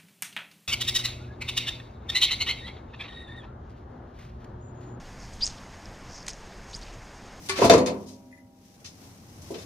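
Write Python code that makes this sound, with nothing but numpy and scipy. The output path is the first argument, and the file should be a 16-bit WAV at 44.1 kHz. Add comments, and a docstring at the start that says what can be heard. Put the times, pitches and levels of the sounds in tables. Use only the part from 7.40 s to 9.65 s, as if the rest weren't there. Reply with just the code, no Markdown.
"""Garage, under a vehicle: hands work a metal part loose, heard close up in stereo.
A clink, a scrape with dull knocks, one hard clank, a last clink; underbody and thin panels ring on.
Then hands rub quietly over the parts, with faint pings, short slips and soft knocks.
Impacts are noise bursts plus decaying modes; sliding and rubbing are shaped noise."""
import sys
import numpy as np
from scipy import signal
from scipy.fft import rfft, irfft
from scipy.io import wavfile

SR = 44100
rng = np.random.default_rng(int(sys.argv[2]) if len(sys.argv) > 2 else 0)


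def file_out(sig):
    """Save sig as 16-bit WAV at sys.argv[1]."""
    # one column per channel
    cols = np.atleast_2d(sig).T
    # limit, then scale
    lim = np.clip(cols, -1, 1)
    pcm = np.round(lim * 32767).astype(np.int16)
    wavfile.write(sys.argv[1], SR, pcm)


N = 99225
T = np.arange(N) / SR
BIN_HZ = np.fft.rfftfreq(N, 1 / SR)

# Metal contacts (time [s], crash [dB], tool [dB], part [dB], bolt [dB], tilt [dB/oct], damping [dB/s])
CLINKS = [(0.087, -32, -54, -64.5, -63, 4.5, 17), (.094, -25.5, -25, -59, -46, 2.5, -1),
          (.247, -28.5, -55.5, -61, -33.5, 10, 31.5), (0.2967, -13, -37.5, -21, -21.5, -1, 26),
          (0.334, -23.5, -38.5, -58, -34, 3.5, 15), (.379, -31.5, -54.5, -57.5, -32, 4.5, 45),
          (.460, -30.5, -70.5, -38, -33, 3.5, 58.5), (0.471, -32.5, -55.5, -48, -61, 2, 33.5),
          (2.148, -53, -68, -53, -70, -1, 22), (2.188, -56, -76, -49, -70, -3, 0)]
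# Crash spectrum (frequency [Hz], density [dB])
CRASH_SPECTRUM = [(200, -17.5), (600, 3.5), (1100, 3), (2000, 1), (3100, -2), (4300, 0), (5600, -2.5),
                  (7500, -9), (10000, -17), (13000, -27.5), (15500, -40.5)]
# Crash decay (frequency [Hz], T60 [s])
CRASH_DECAY = [(500, 0.17), (2000, 0.36), (5000, 0.2), (9000, 0.2), (15000, 0.11)]
# Tool, loose part and bolt modes (frequency [Hz], level [dB], T60 [s])
TOOL_MODES = [(386.4, -10.5, 0.55), (387.7, -10.5, 0.46), (918, -12, 0.11), (1060, -12, 0.14),
              (1125, -6.5, .4), (1450, -6, .15), (1744, -9.5, .35), (2060, -2, .09), (2352, -8.5, .22),
              (2912, -15.5, .17), (3600, -8, .1), (4447, -9, .24), (5700, -8.5, 0.14), (9550, -7, .1)]
PART_MODES = [(2560, -9, .18), (3622, 1.5, .14), (5350, 1.5, .14), (6299, -2, .2), (7079, -12, .2),
              (8888, -19, .2), (9250, -19, .17), (11540, -23, .18)]
BOLT_MODES = [(4260, -7.5, .2), (4542, -3, .2), (6666, -5, .2), (11010, -20, .25)]

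# Underbody blows (time [s], thud [dB], ring [dB], spot pitch [Hz], spot [dB], thud focus [dB/oct])
KNOCKS = [(.188, -25, -30.5, 522, -26.5, 7), (.216, -18, -24, 394, -11.5, 1.5),
          (.218, -19.5, -36.5, 955.6, -16.5, 10), (.243, -17.5, -16.5, 673, -15.5, -3),
          (.297, -15.5, -8.5, 675, -6.5, 2.5), (.333, -15.5, -14, 455.5, -4, 1.5),
          (.375, -21, -21, 502, -26, 1), (.403, -26.5, -29, 251, -26, 2.5),
          (.478, -26, -28.5, 469.6, -41, 2), (.535, -44, -44, 258, -33, -4.5),
          (2.105, -30.5, -45.5, 407, -38.5, 15), (2.148, -43.5, -49, 422, -38, 5)]
# Thud spectrum (frequency [Hz], density [dB])
THUD_SPECTRUM = [(30, -34), (55, -15.5), (100, -3), (150, -12.5), (260, -2.5), (420, -3), (680, -5.5),
                 (810, -12.5), (1000, -6.5), (1400, -22), (2500, -31.5), (8000, -63.5)]
# Thud decay in the garage (frequency [Hz], T60 [s])
THUD_DECAY = [(60, 0.81), (250, 0.78), (500, 0.6), (1000, 0.56), (3000, .4)]
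# Underbody and thin panel modes (frequency [Hz], level [dB], T60 [s])
BODY_MODES = [(106.2, -15.5, 0.89), (171.8, -10, 0.51), (206, -9.5, 0.85), (257.75, -11.5, 0.66),
              (388.5, -14, 0.68), (432, -4.5, 0.28), (503.7, -2, 0.35), (602, -7.5, 0.3),
              (676.2, -3.5, 0.3), (990, -9, 0.16)]
PANEL_MODES = [(188.4, -56, 8), (252.3, -43, 2.2), (258.6, -42.5, 2.6), (554.5, -50, 2.2),
               (635.2, -56, 3.4), (699.8, -55, 2), (796.7, -63, 15), (952.8, -53, 2.3)]

# Slides (time [s], length [s], start [dB], end [dB], tilt [dB/oct], zing [Hz], focus [dB/oct])
SCRAPES = [(0.155, 0.032, -36.5, -27.5, -3, 5600, -1), (0.203, 0.049, -30.5, -22.5, -3, 5600, -1),
           (0.659, 0.033, -59, -48.5, 3.5, 5600, 2.5), (0.707, 0.031, -59.5, -56.5, 3.5, 5600, 6),
           (1.443, 0.016, -41, -45, -1.5, 5820, 3), (1.455, 0.0091, -39, -43, -0.5, 5670, 10),
           (2.017, .014, -48, -53.5, 7, 5830, 5), (2.139, 0.011, -40, -43, -3, 2940, 3.5),
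           (2.179, 0.052, -49, -47.5, 1, 5600, -1.5)]
# Sliding friction spectrum (frequency [Hz], density [dB])
SCRAPE_SPECTRUM = [(300, -16.5), (1200, -1.5), (2200, -2.5), (3200, -0.5), (4400, 0.5), (5800, 2.5),
                   (7500, -6), (9500, -9.5), (12500, -15.5), (15500, -26.5)]

# Bounces of a small piece (time [s], level [dB])
PINGS = [(.912, -61.5), (.924, -55), (.972, -57)]
# Its modes (frequency [Hz], level [dB], T60 [s])
PING_MODES = [(1770, -7.5, 0.16), (2005, 3.5, 0.24), (2067, -5.5, 0.14), (2250, -11, 0.067),
              (2433, -3.5, 0.07), (6800, -8, 0.088), (10860, -9, 0.18)]

# Hand movement (time [s], rustle [dB], rumble [dB])
HAND_LEVELS = [(0, -54.5, -48), (.07, -45, -45), (.3, -71, -40), (.62, -58, -58), (0.759, -65.5, -58),
               (.88, -68, -57.5), (1.1, -74.5, -62), (1.28, -61, -60), (1.42, -62.5, -52),
               (1.55, -59, -52.5), (1.64, -55, -47.5), (1.8, -59, -51), (1.95, -57.5, -49),
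               (2.03, -55.5, -46.5), (2.121, -48, -45.5), (2.25, -65, -47.5)]
# Skin, shifting part and garage spectra (frequency [Hz], density [dB])
RUSTLE_SPECTRUM = [(400, -9.5), (1300, -15.5), (2000, -2.5), (3500, -3.5), (4800, -2), (5800, 2.5),
                   (7500, -5.5), (11000, -9.5), (13000, -9.5), (15500, -20)]
RUMBLE_SPECTRUM = [(25, -8), (50, -12), (95, 6), (140, -2), (260, -3.5), (400, -13), (800, -14.5),
                   (1400, -21.5), (4000, -36)]
GARAGE_SPECTRUM = [(25, -4), (95, -6.5), (260, -2), (450, -13), (900, -30.5), (1500, -34.5),
                   (5000, -34), (15000, -38.5)]

# Likeness of the two microphones (frequency [Hz], correlation [-1..1])
MIC_CORRELATION = [(30, 1), (110, 1), (250, 0.9), (500, 0.74), (1000, 0.1), (2000, -0.08), (15000, 0)]
# Stereo balance (frequency [Hz], left minus right [dB])
MIC_BALANCE = [(100, 1.5), (330, 0), (650, 1.5), (1300, 1), (2600, 2.5), (5200, 5.5), (7500, 0.5),
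               (9500, -6), (15000, -6.5)]
# Two random curves for the metalwork's small resonances
RIPPLE = rng.standard_normal((2, 2048))


def clinks():
    """Tool, loose part and bolt collide: a bright crash and the ring of each, damped by the grip."""
    out = np.zeros((2, N))
    for time_s, crash_db, tool_db, part_db, bolt_db, tilt_db_oct, damping_db_per_s in CLINKS:
        hiss = metalwork(noise(CRASH_SPECTRUM, tilt_db_oct))
        clink = amp(crash_db) * burst(hiss, CRASH_DECAY, rise_s=0.0012, direct_s=0.014, tail_db=-2)
        for modes, db in ((TOOL_MODES, tool_db), (PART_MODES, part_db), (BOLT_MODES, bolt_db)):
            clink += amp(db) * ring(modes, rise_s=0.0011, waver=0.81, waver_per_s=61, full_waver_hz=3000)
        grip = amp(-max(damping_db_per_s, 0) * T)
        add(out, time_s, clink * grip)
    return out


def knocks(ring_focus_db_oct=3):
    """Blows thud through the underbody, hum at the struck spot and ring the modes near its pitch."""
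    out = np.zeros((2, N))
    for time_s, thud_db, ring_db, spot_hz, spot_db, focus_db_oct in KNOCKS:
        rumble = noise(THUD_SPECTRUM, focus_hz=spot_hz, focus_db_oct=focus_db_oct)
        thud = burst(rumble, THUD_DECAY, rise_s=0.0015, direct_s=0.051, tail_db=-8.5)
        spot = ring([(spot_hz, 0, 0.11)], rise_s=0.004, waver=0.3, waver_per_s=60, full_waver_hz=700)
        modes = [(hz, db - ring_focus_db_oct * abs(np.log2(hz / spot_hz)), t60_s)
                 for hz, db, t60_s in BODY_MODES]
        body = ring(modes, rise_s=0.004, waver=0.3, waver_per_s=25, full_waver_hz=500)
        add(out, time_s, amp(thud_db) * thud + amp(spot_db) * spot + amp(ring_db) * body)
    return out


def panels(start_s=0.42):
    """Thin panels sing on after the hardest blow."""
    out = np.zeros((2, N))
    add(out, start_s, ring(PANEL_MODES, rise_s=0.03, waver=0.13, waver_per_s=16))
    return out


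def scrapes(rise_s=0.0052, t60_s=0.2):
    """Metal slides on metal: friction noise follows the pressure, then dies away."""
    out = np.zeros((2, N))
    for time_s, length_s, start_db, end_db, tilt_db_oct, zing_hz, focus_db_oct in SCRAPES:
        slide_db = np.interp(T, [0, length_s], [start_db, end_db])
        decay_db = 60 * np.maximum(T - length_s, 0) / t60_s
        friction = metalwork(noise(SCRAPE_SPECTRUM, tilt_db_oct, zing_hz, focus_db_oct))
        add(out, time_s, amp(slide_db - decay_db) * np.minimum(T / rise_s, 1) * friction)
    return out


def pings():
    """A small metal piece is touched and bounces."""
    out = np.zeros((2, N))
    for time_s, db in PINGS:
        add(out, time_s, amp(db) * ring(PING_MODES, rise_s=0.0038, waver=1.2, waver_per_s=190))
    return out


def hands(grains_per_s=160, grain_db=1.5):
    """Skin catches and slips over the parts, which rumble softly as they shift."""
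    time_s, rustle_db, rumble_db = np.transpose(HAND_LEVELS)
    grain = unit_rms(amp(grain_db * glide(rng.standard_normal(8192), T * grains_per_s)))
    rustle = amp(np.interp(T, time_s, rustle_db)) * grain * noise(RUSTLE_SPECTRUM)
    rumble = amp(np.interp(T, time_s, rumble_db)) * noise(RUMBLE_SPECTRUM)
    return rustle + rumble


def garage(level_db=-59.5):
    """Steady low background noise."""
    return amp(level_db) * noise(GARAGE_SPECTRUM)


def ring(modes, rise_s, waver, waver_per_s, full_waver_hz=1, mic_gap_s=0.00026):
    """Decaying sines, each from its own direction, wavering as reflections overlap."""
    out = np.zeros((2, N))
    for hz, db, t60_s in modes:
        t = T[:int(1.5 * t60_s * SR)]
        lag_s = np.array([[0], [rng.uniform(-1.2, 1) * mic_gap_s]])
        depth = waver * min(hz / full_waver_hz, 1)
        echoes = 1 + depth * np.array([glide(steps, t * waver_per_s) for steps in random_pair(512)])
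        tone = (echoes * np.exp(2j * np.pi * hz * (t - lag_s))).imag / np.sqrt(1 + depth ** 2)
        add(out, 0, mic_gains(hz)[:, None] * amp(db - 60 * t / t60_s) * tone)
    return out * np.minimum(T / rise_s, 1)


def burst(source, decay, rise_s, direct_s, tail_db):
    """Dense modes struck at once: a strong direct part, then a tail dying band by band."""
    hz, t, bands = signal.stft(source, SR, nperseg=512)
    bands = bands * amp(-60 * t / lookup(decay, hz)[:, None])
    decayed = signal.istft(bands, SR, nperseg=512)[1][:, :N]
    envelope = amp(tail_db) + (1 - amp(tail_db)) * np.exp(-T / direct_s)
    return decayed * np.minimum(T / rise_s, 1) * envelope


def metalwork(x, step_hz=55, depth_db=4.5, full_depth_hz=1800):
    """Narrow, irregular treble resonances, partly shared by both channels."""
    curves = (RIPPLE[0], RIPPLE.sum(0) / np.sqrt(2))
    ripple = np.tanh([glide(curve, BIN_HZ / step_hz) for curve in curves])
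    gain_db = depth_db * ripple * np.minimum(BIN_HZ / full_depth_hz, 1) ** 2
    return unit_rms(irfft(rfft(x) * amp(gain_db), N))


def noise(spectrum, tilt_db_oct=0, focus_hz=500, focus_db_oct=0):
    """Shaped stereo noise at RMS 1; positive focus falls away on both sides of focus_hz."""
    left, independent = random_pair(len(BIN_HZ))
    correlation = lookup(MIC_CORRELATION, BIN_HZ)
    right = correlation * left + np.sqrt(1 - correlation ** 2) * independent
    octaves = np.log2((BIN_HZ + 1) / focus_hz)
    gain_db = lookup(spectrum, BIN_HZ) + tilt_db_oct * octaves - focus_db_oct * abs(octaves)
    return unit_rms(irfft(np.array([left, right]) * mic_gains(BIN_HZ) * amp(gain_db), N))


def mic_gains(hz):
    """Left and right gains."""
    balance_db = lookup(MIC_BALANCE, hz)
    return amp(np.array([balance_db, -balance_db]) / 2)


def random_pair(count):
    """Two rows of complex Gaussian values."""
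    return rng.standard_normal((2, count)) + 1j * rng.standard_normal((2, count))


def glide(steps, index):
    """Linear interpolation at a fractional index."""
    return np.interp(index, np.arange(len(steps)), steps)


def lookup(table, hz):
    """Table value on a log-frequency axis."""
    table_hz, values = np.transpose(table)
    return np.interp(np.log(hz + 1), np.log(table_hz), values)


def amp(db):
    """Decibels to gain."""
    return 10 ** (np.asarray(db) / 20)


def unit_rms(x):
    """Scale to RMS 1."""
    return x / np.sqrt(np.mean(x ** 2) + 1e-20)


def add(mix, time_s, sound):
    """Mix a sound in at time_s."""
    span = mix[:, round(time_s * SR):][:, :sound.shape[1]]
    span += sound[:, :span.shape[1]]


def scene():
    """All sources over the garage background."""
    return knocks() + panels() + clinks() + pings() + scrapes() + hands() + garage()


def record(dry):
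    """Microphone low cut, clipping at full scale, band limit."""
    low_cut_hz, band_limit_hz = 42, 15600
    low_cut = signal.butter(2, low_cut_hz, "high", fs=SR, output="sos")
    band_limit = signal.firwin(511, band_limit_hz, window=("kaiser", 9), fs=SR)
    clipped = np.clip(signal.sosfilt(low_cut, dry), -1, 1)
    return signal.oaconvolve(clipped, band_limit[None], "same")


dry = scene()
out = record(dry)
file_out(out)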